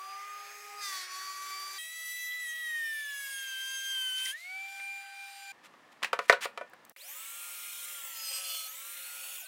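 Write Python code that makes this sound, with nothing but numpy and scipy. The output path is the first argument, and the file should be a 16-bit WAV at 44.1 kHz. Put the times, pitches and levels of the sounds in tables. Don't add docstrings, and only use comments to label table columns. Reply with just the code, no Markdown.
import sys
import numpy as np
from scipy import signal
from scipy.fft import rfft, irfft
from scipy.io import wavfile
from scipy.ndimage import uniform_filter1d

SR = 44100
rng = np.random.default_rng(int(sys.argv[2]) if len(sys.argv) > 2 else 0)


def store_pcm(level_fs):
    pcm = np.round(np.clip(level_fs, -1, 1) * 32767).astype(np.int16)
    wavfile.write(sys.argv[1], SR, np.atleast_2d(pcm).T)


N = 417627
TIME = np.arange(N) / SR
FREQ = np.fft.rfftfreq(N, 1 / SR)
TOP_HZ = 15900


def amp(db):
    return 10 ** (np.asarray(db) / 20)

def unit(x):
    return x / np.sqrt(np.mean(x ** 2) + 1e-20)

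def automation(points):
    return np.interp(TIME, *np.transpose(points))

def read(points, hz):
    f, value = np.transpose(points)
    return np.interp(np.log(hz + 1), np.log(f), value)

def swell(s, half_length):
    return np.exp(-((TIME - s) / half_length) ** 2)

def gate(start, end):
    return np.clip(np.minimum(TIME - start, end - TIME) / .003 + .5, 0, 1)

def add(mix, s, sound):
    part = mix[round(s * SR):][:len(sound)]
    part += sound[:len(part)]

def noise(gain):
    return unit(irfft(rfft(rng.standard_normal(N)) * gain, N))

def wander(hz):
    return noise(1 / (1 + (FREQ / hz) ** 4))

def drift(hz):
    knots = np.arange(0, TIME[-1] + 1, 1 / hz)
    return np.interp(TIME, knots, np.clip(rng.standard_normal(1000), -2, 2)[:len(knots)])

def ring(hz, half_width):
    return noise(np.minimum(FREQ / hz, 1) ** 2 / (1 + ((FREQ - hz) / half_width) ** 2))

def tone(turns, flutter, flutter_hz):
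    phase = 2 * np.pi * (turns + rng.random())
    knots = np.arange(0, TIME[-1] + 1, 1 / 400)
    pole = np.exp(-2 * np.pi * flutter_hz / 400)
    smooth = signal.lfilter([1], [1, -pole], rng.standard_normal((2, len(knots))))
    a, b = (flutter * np.interp(TIME, knots, unit(v)) for v in smooth)
    return ((1 + a) * np.cos(phase) + b * np.sin(phase)) * np.sqrt(2 / (1 + 2 * flutter ** 2))

def standing_waves(hz, depth_db, spacing_hz):
    grid = np.arange(0, SR, spacing_hz)
    heights = np.clip(rng.standard_normal(2000), -1.6, 1.6)[:len(grid)]
    return amp(depth_db * np.interp(hz, grid, heights))

def turbulence(x, depth_db, bins, frames):
    z = signal.stft(x, SR, nperseg=512)[2]
    field = uniform_filter1d(rng.standard_normal(z.shape), bins, axis=0)
    field = uniform_filter1d(field, frames, axis=1)
    return signal.istft(z * amp(depth_db * unit(field)), SR, nperseg=512)[1][:N]

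def rush(free, cut, load, roar_db, hiss_db):
    low = 1 / np.sqrt(1 + (FREQ / 3800) ** 16)
    out = np.zeros(N)
    for eq, share in ((free, 1 - load), (cut, load)):
        gain = amp(read(eq, FREQ)) * (FREQ / np.hypot(FREQ, 60)) ** 2
        roar = amp(roar_db) * noise(gain * low)
        hiss = amp(hiss_db) * noise(gain * np.sqrt(1 - low ** 2))
        out += np.sqrt(share) * (roar + hiss)
    return out


# f/Hz, level/dB
SHOP_EQ = [(18, -61), (30, -38), (220, -3.5), (435, -7.5), (496, -4.5), (645, -5), (1090, -2.5),
           (1420, -6.5), (1530, -10), (1790, -0.5), (1940, -8), (15800, -36)]

def room_tone():
    return amp(-60.5) * noise(amp(read(SHOP_EQ, FREQ)))

def hum(hz, db):
    return amp(db) * tone(hz * TIME, 0.44, 1.9)

# f/Hz, t60/s
SHOP_DECAY = [(100, 0.19), (500, 0.18), (2000, 0.18), (6000, 0.13), (15000, 0.16)]

def reverb(x):
    t = np.arange(SR // 2) / SR
    taps = rng.standard_normal(len(t)) * (rng.random(len(t)) < .08) * (t > .003)
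    hz, when, z = signal.stft(taps, SR, nperseg=256)
    tail = signal.istft(z * amp(-60 * when / read(SHOP_DECAY, hz)[:, None]), SR, nperseg=256)[1]
    return signal.oaconvolve(x, tail / np.linalg.norm(tail))[:N]


# t/s, level/dB
TICKS = [(6.698, -54), (6.737, -53), (6.851, -42), (6.896, -39.5)]

def ticks():
    out, t = np.zeros(N), np.arange(SR // 3) / SR
    bright = noise(FREQ / np.hypot(FREQ, 9000))
    for s, db in TICKS:
        add(out, s, amp(db) * bright[round(s * SR):][:len(t)] * np.exp(-t / 0.0013))
    return out

# f/Hz, level/dB
RASP_EQ = [(100, -28), (500, -22.5), (1200, 1), (2400, 2.5), (4000, -4), (6000, -8), (8500, -10),
           (15500, -20.5)]
# t/s, length/s, level/dB
SLIDES = [(5.525, 0.67, -74.5), (5.63, 0.047, -52.5), (5.914, 0.021, -56.5), (6.199, .08, -53),
          (6.278, .022, -43.5), (6.404, 0.061, -33)]

def slides():
    rasp = noise(amp(read(RASP_EQ, FREQ))) * amp(1.5 * wander(250))
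    envelope = [0, .35, .75, 1], [0.00039, 0.67, 0.73, 0.00038]
    return rasp * sum(amp(db) * np.interp((TIME - s) / length, *envelope) for s, length, db in SLIDES)

# f/Hz, level/dB, t60/s
BOARD_MODES = [(438, -4.5, 0.077), (510, -0.5, 0.079), (553, 1.5, 0.069), (722, 2, 0.072), (983, 1, 0.07),
               (1144, -2, .08), (1373, 2.5, 0.048), (1498, -1.5, 0.1), (1830, -10.5, 0.19),
               (2026, -2, 0.051), (2400, -3, .06), (2480, -16.5, 0.22), (2650, -12, .07), (3500, -18, .06),
               (3950, -28.5, 0.081)]
# f/Hz, level/dB
CRACK_EQ = [(60, -22), (200, -14.5), (450, -10.5), (2200, 9), (3500, 0), (6000, -8.5), (10000, -16.5),
            (15500, -28)]
# t/s, blow level/dB, blow f/Hz, relative ring level/dB, crack level/dB
KNOCKS = [(4.798, -42, 3500, -74, -45), (5.738, -52, 1190, -50, -60.5), (6.021, -42, 1090, -41, -50),
          (6.029, -35, 2600, -47.5, -29), (6.033, -28.5, 1090, -55.5, -28),
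          (6.0454, -21.5, 2650, -37, -26.5), (6.1308, -19.5, 1300, -19.5, -26),
          (6.190, -22, 1213, -21.5, -30), (6.2968, -4.5, 1900, -7.5, -15), (6.3257, -18, 3830, -17, -29.5),
          (6.329, -20, 1340, -49, -33), (6.339, -27, 1590, -31.5, -49), (6.455, -30, 1160, -25.5, -35),
          (6.5755, -30, 1280, -30, -37.5), (6.611, -35, 600, -30, -48), (6.734, -43, 1616, -47, -56),
          (6.963, -40, 2230, -65, -50.5)]
CONTACT_CYCLES = 1.6

def knocks():
    out, t = np.zeros(N), np.arange(SR // 3) / SR
    grit = noise(amp(read(CRACK_EQ, FREQ)))
    for s, blow_db, hz, ring_db, crack_db in KNOCKS:
        contact = CONTACT_CYCLES / hz
        blow = t / contact * np.exp(1 - t / contact) * np.sin(2 * np.pi * hz * t)
        modes = sum(amp(db + rng.standard_normal() - 60 * t / t60)
                    * np.sin(2 * np.pi * (f * rng.uniform(0.95, 1.02) * t + rng.random()))
                    for f, db, t60 in BOARD_MODES)
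        body = modes * (1 - np.exp(-t / 0.00091))
        crack = grit[round(s * SR):][:len(t)] * (np.exp(-t / 0.0039) + 0.18 * np.exp(-t / 0.018))
        add(out, s, amp(blow_db) * blow + amp(ring_db - 11) * body + amp(crack_db) * crack)
    return out

def handling():
    low_cut = signal.butter(2, 170, "high", fs=SR, output="sos")
    direct = signal.sosfilt(low_cut, knocks() + slides() + ticks())
    return direct + amp(-13) * reverb(direct)


def glide(stages):
    hz = np.ones(N)
    for s, target_hz, lag in stages:
        at = round(s * SR)
        hz[at:] = target_hz + (hz[at] - target_hz) * np.exp(-TIME[:N - at] / lag)
    return hz

# pitch ratio, relative level/dB
WHINE_PARTIALS = [(.177, -90.5), (.307, -85), (1, -64), (2, -64.5), (3.39, -61.5), (7.08, -58.5),
                  (7.59, -53.5), (13.6, -64), (14.7, -49)]
FULL_SPEED_HZ = 1300

def whine(hz):
    level_db = 1 + 22.5 * np.log10(hz / FULL_SPEED_HZ)
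    turns = np.cumsum(hz * (1 + 0.0032 * wander(72))) / SR
    return amp(level_db) * sum(amp(db) * standing_waves(k * hz, 2.6, 309) * tone(k * turns, 0.56, 15)
                               for k, db in WHINE_PARTIALS)

# f/Hz, level/dB
SAW_FREE_EQ = [(47, -84), (80, -54), (212, -41), (491, -24.5), (536, -20), (640, -21), (1040, -16),
               (1390, -16), (1580, -12.5), (2470, -4.5), (4190, -8.5), (4680, -6.5), (7960, 3), (9090, 1.5),
               (15800, 3.5)]
SAW_CUT_EQ = [(47, -84), (80, -41), (491, -28.5), (536, -1), (654, -30), (1190, -8.5), (1270, -24),
              (1730, -13.5), (3080, 1.5), (3920, -14.5), (5000, -15), (5350, -3), (12100, -5), (13500, -32),
              (15800, -28)]

def blade_air(motor_hz, depth):
    decades = np.log10(motor_hz / FULL_SPEED_HZ)
    roar_db = -50.5 + 22.2 * decades + 10 * depth
    hiss_db = -43 + 25 * decades + 6.5 * depth
    air = rush(SAW_FREE_EQ, SAW_CUT_EQ, depth, roar_db, hiss_db)
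    return turbulence(air, depth_db=2.5, bins=3, frames=45) * amp((0.36 + 0.65 * depth) * wander(50))

# ratio to the singing tone, start t/s, peak t/s, end t/s, level/dB
SQUEALS = [(3.8, 8.12, 8.33, 8.59, -41), (3.56, 8.2, 8.36, 8.84, -51), (6.3, 8.22, 8.34, 8.5, -40.5),
           (3.37, 8, 8.56, 8.7, -50.5), (2.67, 8.4, 8.53, 8.72, -47), (2.3, 8.38, 8.52, 8.68, -48.5)]
# f/Hz, half width/Hz, level/dB
PLATE_MODES = [(3060, 490, -55), (4183, 11, -49), (8300, 260, -51), (13540, 190, -46), (15200, 160, -51)]

def squeal(turns, depth):
    teeth = sum(amp(db) * np.interp(TIME, times, [0, 1, 0]) * tone(k * turns, 0.16, 11)
                for k, *times, db in SQUEALS)
    plate = sum(amp(db) * ring(hz, width) for hz, width, db in PLATE_MODES)
    break_db = -13 * swell(8.42, 0.021)
    return (teeth + depth * plate) * amp(break_db + 1.8 * wander(28))

# t/s, target f/Hz, lag/s
MOTOR_GLIDE = [(6.93, 1275, .155), (7.6, 1220, 0.16), (7.94, 534, 0.4), (8.638, 1320, .155),
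               (9.36, 13, 0.12)]
# t/s, target f/Hz, lag/s
SINGING_GLIDE = [(6.96, 1400, 0.091), (7.94, 1270, 0.32), (8.72, 1436, 0.17), (9.35, 1650, 0.19)]
# t/s, depth/0-1
CUT_DEPTH = [(8.05, 0.05), (8.15, 0.2), (8.24, 0.3), (8.33, 0.84), (8.42, 0.7), (8.5, 0.95), (8.6, 0.97),
             (8.66, 0.56), (8.7, 0.06)]

def miter_saw():
    motor_hz, depth = glide(MOTOR_GLIDE), automation(CUT_DEPTH)
    turns = np.cumsum(glide(SINGING_GLIDE)) / SR
    air = blade_air(motor_hz, depth)
    fade_in = np.clip((TIME - 7.05) / 0.17, 0, 1)
    singing = amp(-59 + 4.5 * depth) * tone(turns, 0.29, 8.1) * fade_in
    return air + singing + squeal(turns, depth) + hum(hz=542, db=-73.5) + whine(motor_hz)


ENTRY_S, EXIT_S, GRIP_S = 0.802, 4.312, .035
SWAY_DB, SWAY_HZ = 4, 9.7

def gripped(start, end):
    return np.clip(np.minimum(TIME - start, end + GRIP_S - TIME) / GRIP_S, 0, 1)

def rotation(hz, load):
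    jitter = (.0003 + 0.00055 * load) * wander(25)
    return np.cumsum(uniform_filter1d(hz, size=1300) * (1 + jitter)) / SR

def housing_db(housing, hz):
    return sum(db * np.exp(-np.minimum(abs(hz - f) / width, 10) ** 2) for f, width, db in housing)

# t/s, half length/s, f/Hz, half width/Hz, level/dB
TEAR_OUTS = [(0.84, 0.059, 4930, 250, -47), (2.319, 0.013, 3240, 100, -49), (3.25, .018, 10900, 890, -56),
             (4.184, .005, 4010, 2500, -44), (4.202, 0.004, 4090, 2500, -47),
             (4.257, 0.0057, 5530, 2500, -39.5), (4.264, 0.011, 2000, 150, -43.5)]

def tear_outs():
    return sum(amp(db) * swell(s, length) * ring(hz, width) for s, length, hz, width, db in TEAR_OUTS)

# ratio to cutterhead speed, far level/dB, near level/dB, change under load/dB
GEAR_PARTIALS = [(1.955, -61, -57, -11.5), (3.91, -77, -68.5, -2), (5, -65, -67.5, 4), (9, -80, -64.5, -13),
                 (10.86, -69, -63, -34), (12, -85, -73, -10), (12.27, -64, -77, 0), (13.81, -116, -77.5, 7),
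                 (15.79, -63, -74.5, 5.5), (18.72, -72.5, -71, 9.5)]

def gears(turns, load, near, trim_db=0):
    out = np.zeros(N)
    for ratio, far_db, near_db, load_db in GEAR_PARTIALS:
        db = (near_db if near else far_db) + trim_db + load_db * load
        out += amp(db + SWAY_DB * drift(SWAY_HZ)) * tone(ratio * turns, 0.29, 3.8)
    return out

# t/s, half length/s, siren gain/dB, hiss gain/dB
MOVES = [(0.584, 0.17, -10.5, 2), (1.054, 0.058, -11, -12), (1.854, 0.15, -7, 1), (2.33, 0.083, 4, 2),
         (4.2, 0.18, -3.5, -2.5), (4.397, 0.047, -8, 6), (4.726, 0.086, -6.5, 3), (5.09, 0.096, -14.5, -4),
         (5.373, 0.13, -18.5, 1.5)]

def siren(turns, hz, load, housing, hum_db, siren_db, octave_db, octave_load_db, flutter):
    siren_db += sum(db * swell(s, length) for s, length, db, _ in MOVES)
    octave_db += octave_load_db * load + .5 * SWAY_DB * drift(SWAY_HZ)
    return sum(amp(db + housing_db(housing, k * hz)) * tone(k * turns, flutter, 13)
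               for k, db in ((1, hum_db), (3, siren_db), (6, octave_db)))

# start t/s, end t/s, roar gain/dB, hiss gain/dB, bite gain/dB
SNIPES = [(0.77, 1.038, 3, 4, 7.5), (4.16, 4.295, 5.5, 6, 1)]

def effort(speed, load, roar_free_db, roar_cut_db, hiss_free_db, hiss_cut_db, bite_db):
    air_db, sag = 31 * np.log10(speed), 1 - speed
    roar_db = (1 - load) * (roar_free_db + air_db) + load * (roar_cut_db + 27.5 * sag)
    hiss_db = (1 - load) * (hiss_free_db + air_db) + load * (hiss_cut_db + 17.5 * sag)
    hiss_db += sum(db * swell(s, length) for s, length, _, db in MOVES)
    bite_db -= 4.5 * swell(2.68, 0.42)
    snipe_db = sum(np.outer(gains, gripped(start, end)) for start, end, *gains in SNIPES)
    return np.array([roar_db, hiss_db, bite_db]) + snipe_db

def chips(air, turns, load, chop):
    strokes = np.cos(2 * np.pi * 3 * turns) + np.cos(2 * np.pi * turns)
    pulse = (1 + chop * load * strokes) * amp(0.99 * load * wander(60))
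    return pulse * turbulence(air, depth_db=1.94, bins=4, frames=22)

def knife_blows(turns, hz, load, eq, housing, flutter, third_db):
    comb, grid = np.zeros(N), np.arange(0, SR / 2, 10)
    colour_db = read(eq, grid) + housing_db(housing, grid)
    for k in range(2, 42):
        if k not in (3, 6):
            db = np.interp(k * hz, grid, colour_db) + third_db * (k % 3 == 0)
            grain_db = 2 * drift(hz=9)
            gain = amp(db + grain_db) * (k * hz < TOP_HZ) * standing_waves(k * hz, 2.9, 109.8)
            comb += gain * tone(k * turns, flutter, 9.1)
    return load * amp(1.67 * wander(5.4)) * unit(comb)

# f/Hz, level/dB
FAR_FREE_EQ = [(60, -28), (200, -30), (350, -25), (600, -11), (1000, -9.5), (1600, -2.5), (2200, 0),
               (3000, -8), (4200, -10.5), (5500, -8), (7500, -10.5), (10000, -12.5), (13000, -13.5),
               (15700, -14.5)]
FAR_CUT_EQ = [(60, -38), (200, -64), (350, -21), (600, -6.5), (1000, -2.5), (1600, 6.5), (2200, 6),
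              (3000, 0.5), (4200, -3.5), (5500, -1.5), (7500, -5), (10000, -4), (13000, -6.5), (15700, -15)]
FAR_BITE_EQ = [(700, -14), (1500, 4.5), (2000, 3.5), (2900, -7), (3700, 3), (4700, 6), (5600, -0.5),
               (7000, -4), (9000, -8), (12000, -17), (15500, -8)]
# f/Hz, half width/Hz, gain/dB
FAR_HOUSING = [(416, 6.1, 11), (4640, 90, 5.5)]
# t/s, f/Hz
FAR_SPEED = [(0.0, 371), (0.018, 388), (0.252, 405.5), (0.574, 412.5), (0.802, 414), (0.942, 380.2),
             (1.04, 368.2), (1.248, 381), (1.78, 389)]

def far_planer(load, free_hz=414):
    hz = automation(FAR_SPEED)
    turns = rotation(hz, load)
    roar_db, hiss_db, bite_db = effort(hz / free_hz, load, roar_free_db=-53.5, roar_cut_db=-55,
                                       hiss_free_db=-56.5, hiss_cut_db=-52.5, bite_db=-46.5)
    blows = knife_blows(turns, hz, load, FAR_BITE_EQ, FAR_HOUSING, flutter=0.28, third_db=5)
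    drive = gears(turns, load, near=False)
    air = chips(rush(FAR_FREE_EQ, FAR_CUT_EQ, load, roar_db, hiss_db), turns, load, chop=0.055)
    howl = siren(turns, hz, load, FAR_HOUSING, hum_db=-71.5, siren_db=-44.5,
                 octave_db=-61.5, octave_load_db=6, flutter=0.19)
    return amp(bite_db) * blows + drive + air + howl

# f/Hz, level/dB
NEAR_FREE_EQ = [(60, -50), (200, -33), (350, -23.5), (600, -26), (1000, -10.5), (1600, -3), (2200, 1),
                (3000, -1), (4200, -2.5), (5500, -5), (7500, -6.5), (10000, -9.5), (13000, -11.5),
                (15700, -16)]
NEAR_CUT_EQ = [(60, -31), (200, -49), (350, -29), (600, -19.5), (1000, -9.5), (1600, -3), (2200, 2.5),
               (3000, 4.5), (4200, 3), (5500, 4.5), (7500, 0), (10000, 2.5), (13000, 1.5), (15700, 6.5)]
NEAR_BITE_EQ = [(1000, -21), (2100, 10.5), (2700, 5.5), (3200, 1), (4000, -1.5), (4800, -0.5), (6200, 3),
                (7500, 1), (9600, 3.5), (11500, 0), (13000, -2), (15500, -10)]
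# f/Hz, half width/Hz, gain/dB
NEAR_HOUSING = [(782.5, 64, 22.6), (1836, 106, 8.2), (2366, 70, 3.34), (3086, 151, 17.45), (3995, 39, 4),
                (6360, 52, 7.7)]
# t/s, f/Hz
NEAR_SPEED = [(1.8, 640.6), (1.93, 655.8), (2.4, 660.6), (2.5, 637.2), (2.59, 647.7), (2.85, 605),
              (3.26, 550.6), (3.55, 524.6), (3.72, 531.8), (3.9, 529.4), (4.11, 508.4), (4.31, 521)]

def near_planer(load, free_hz=795.8, recovery_s=.105):
    recovered = 1 - np.exp(-np.maximum(TIME - EXIT_S, 0) / recovery_s)
    hz = (1 - recovered) * automation(NEAR_SPEED) + recovered * free_hz
    turns = rotation(hz, load)
    roar_db, hiss_db, bite_db = effort(hz / free_hz, load, roar_free_db=-56.5, roar_cut_db=-63.5,
                                       hiss_free_db=-58.5, hiss_cut_db=-57.5, bite_db=-44.5)
    blows = knife_blows(turns, hz, load, NEAR_BITE_EQ, NEAR_HOUSING, flutter=0.36, third_db=7.5)
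    slack_db = -28 * (1 - recovered) * (1 - load)
    drive = gears(turns, load, near=True, trim_db=slack_db)
    air = chips(rush(NEAR_FREE_EQ, NEAR_CUT_EQ, load, roar_db, hiss_db), turns, load, chop=0.09)
    howl = siren(turns, hz, load, NEAR_HOUSING, hum_db=-76, siren_db=-43,
                 octave_db=-62, octave_load_db=8.5, flutter=0.073)
    return amp(bite_db) * blows + drive + air + howl + hum(hz=648, db=-79.5)


def scene():
    near_s, bench_s, bench_end_s, saw_s = 1.783, 5.52, 6.922, 6.963
    load = gripped(ENTRY_S, EXIT_S)
    mix = room_tone() * gate(bench_s, bench_end_s)
    mix += far_planer(load) * gate(-1, near_s)
    mix += near_planer(load) * gate(near_s, bench_s) + tear_outs()
    mix += handling()
    mix += miter_saw() * gate(saw_s, 20)
    return np.array([mix, mix])

def record(dry):
    clipped = dry / (1 + (dry / .92) ** 8) ** (1 / 8)
    low_pass = signal.firwin(511, TOP_HZ, window=("kaiser", 9), fs=SR)
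    return signal.oaconvolve(clipped, low_pass[None], "same")


dry = scene()
out = record(dry)
store_pcm(out)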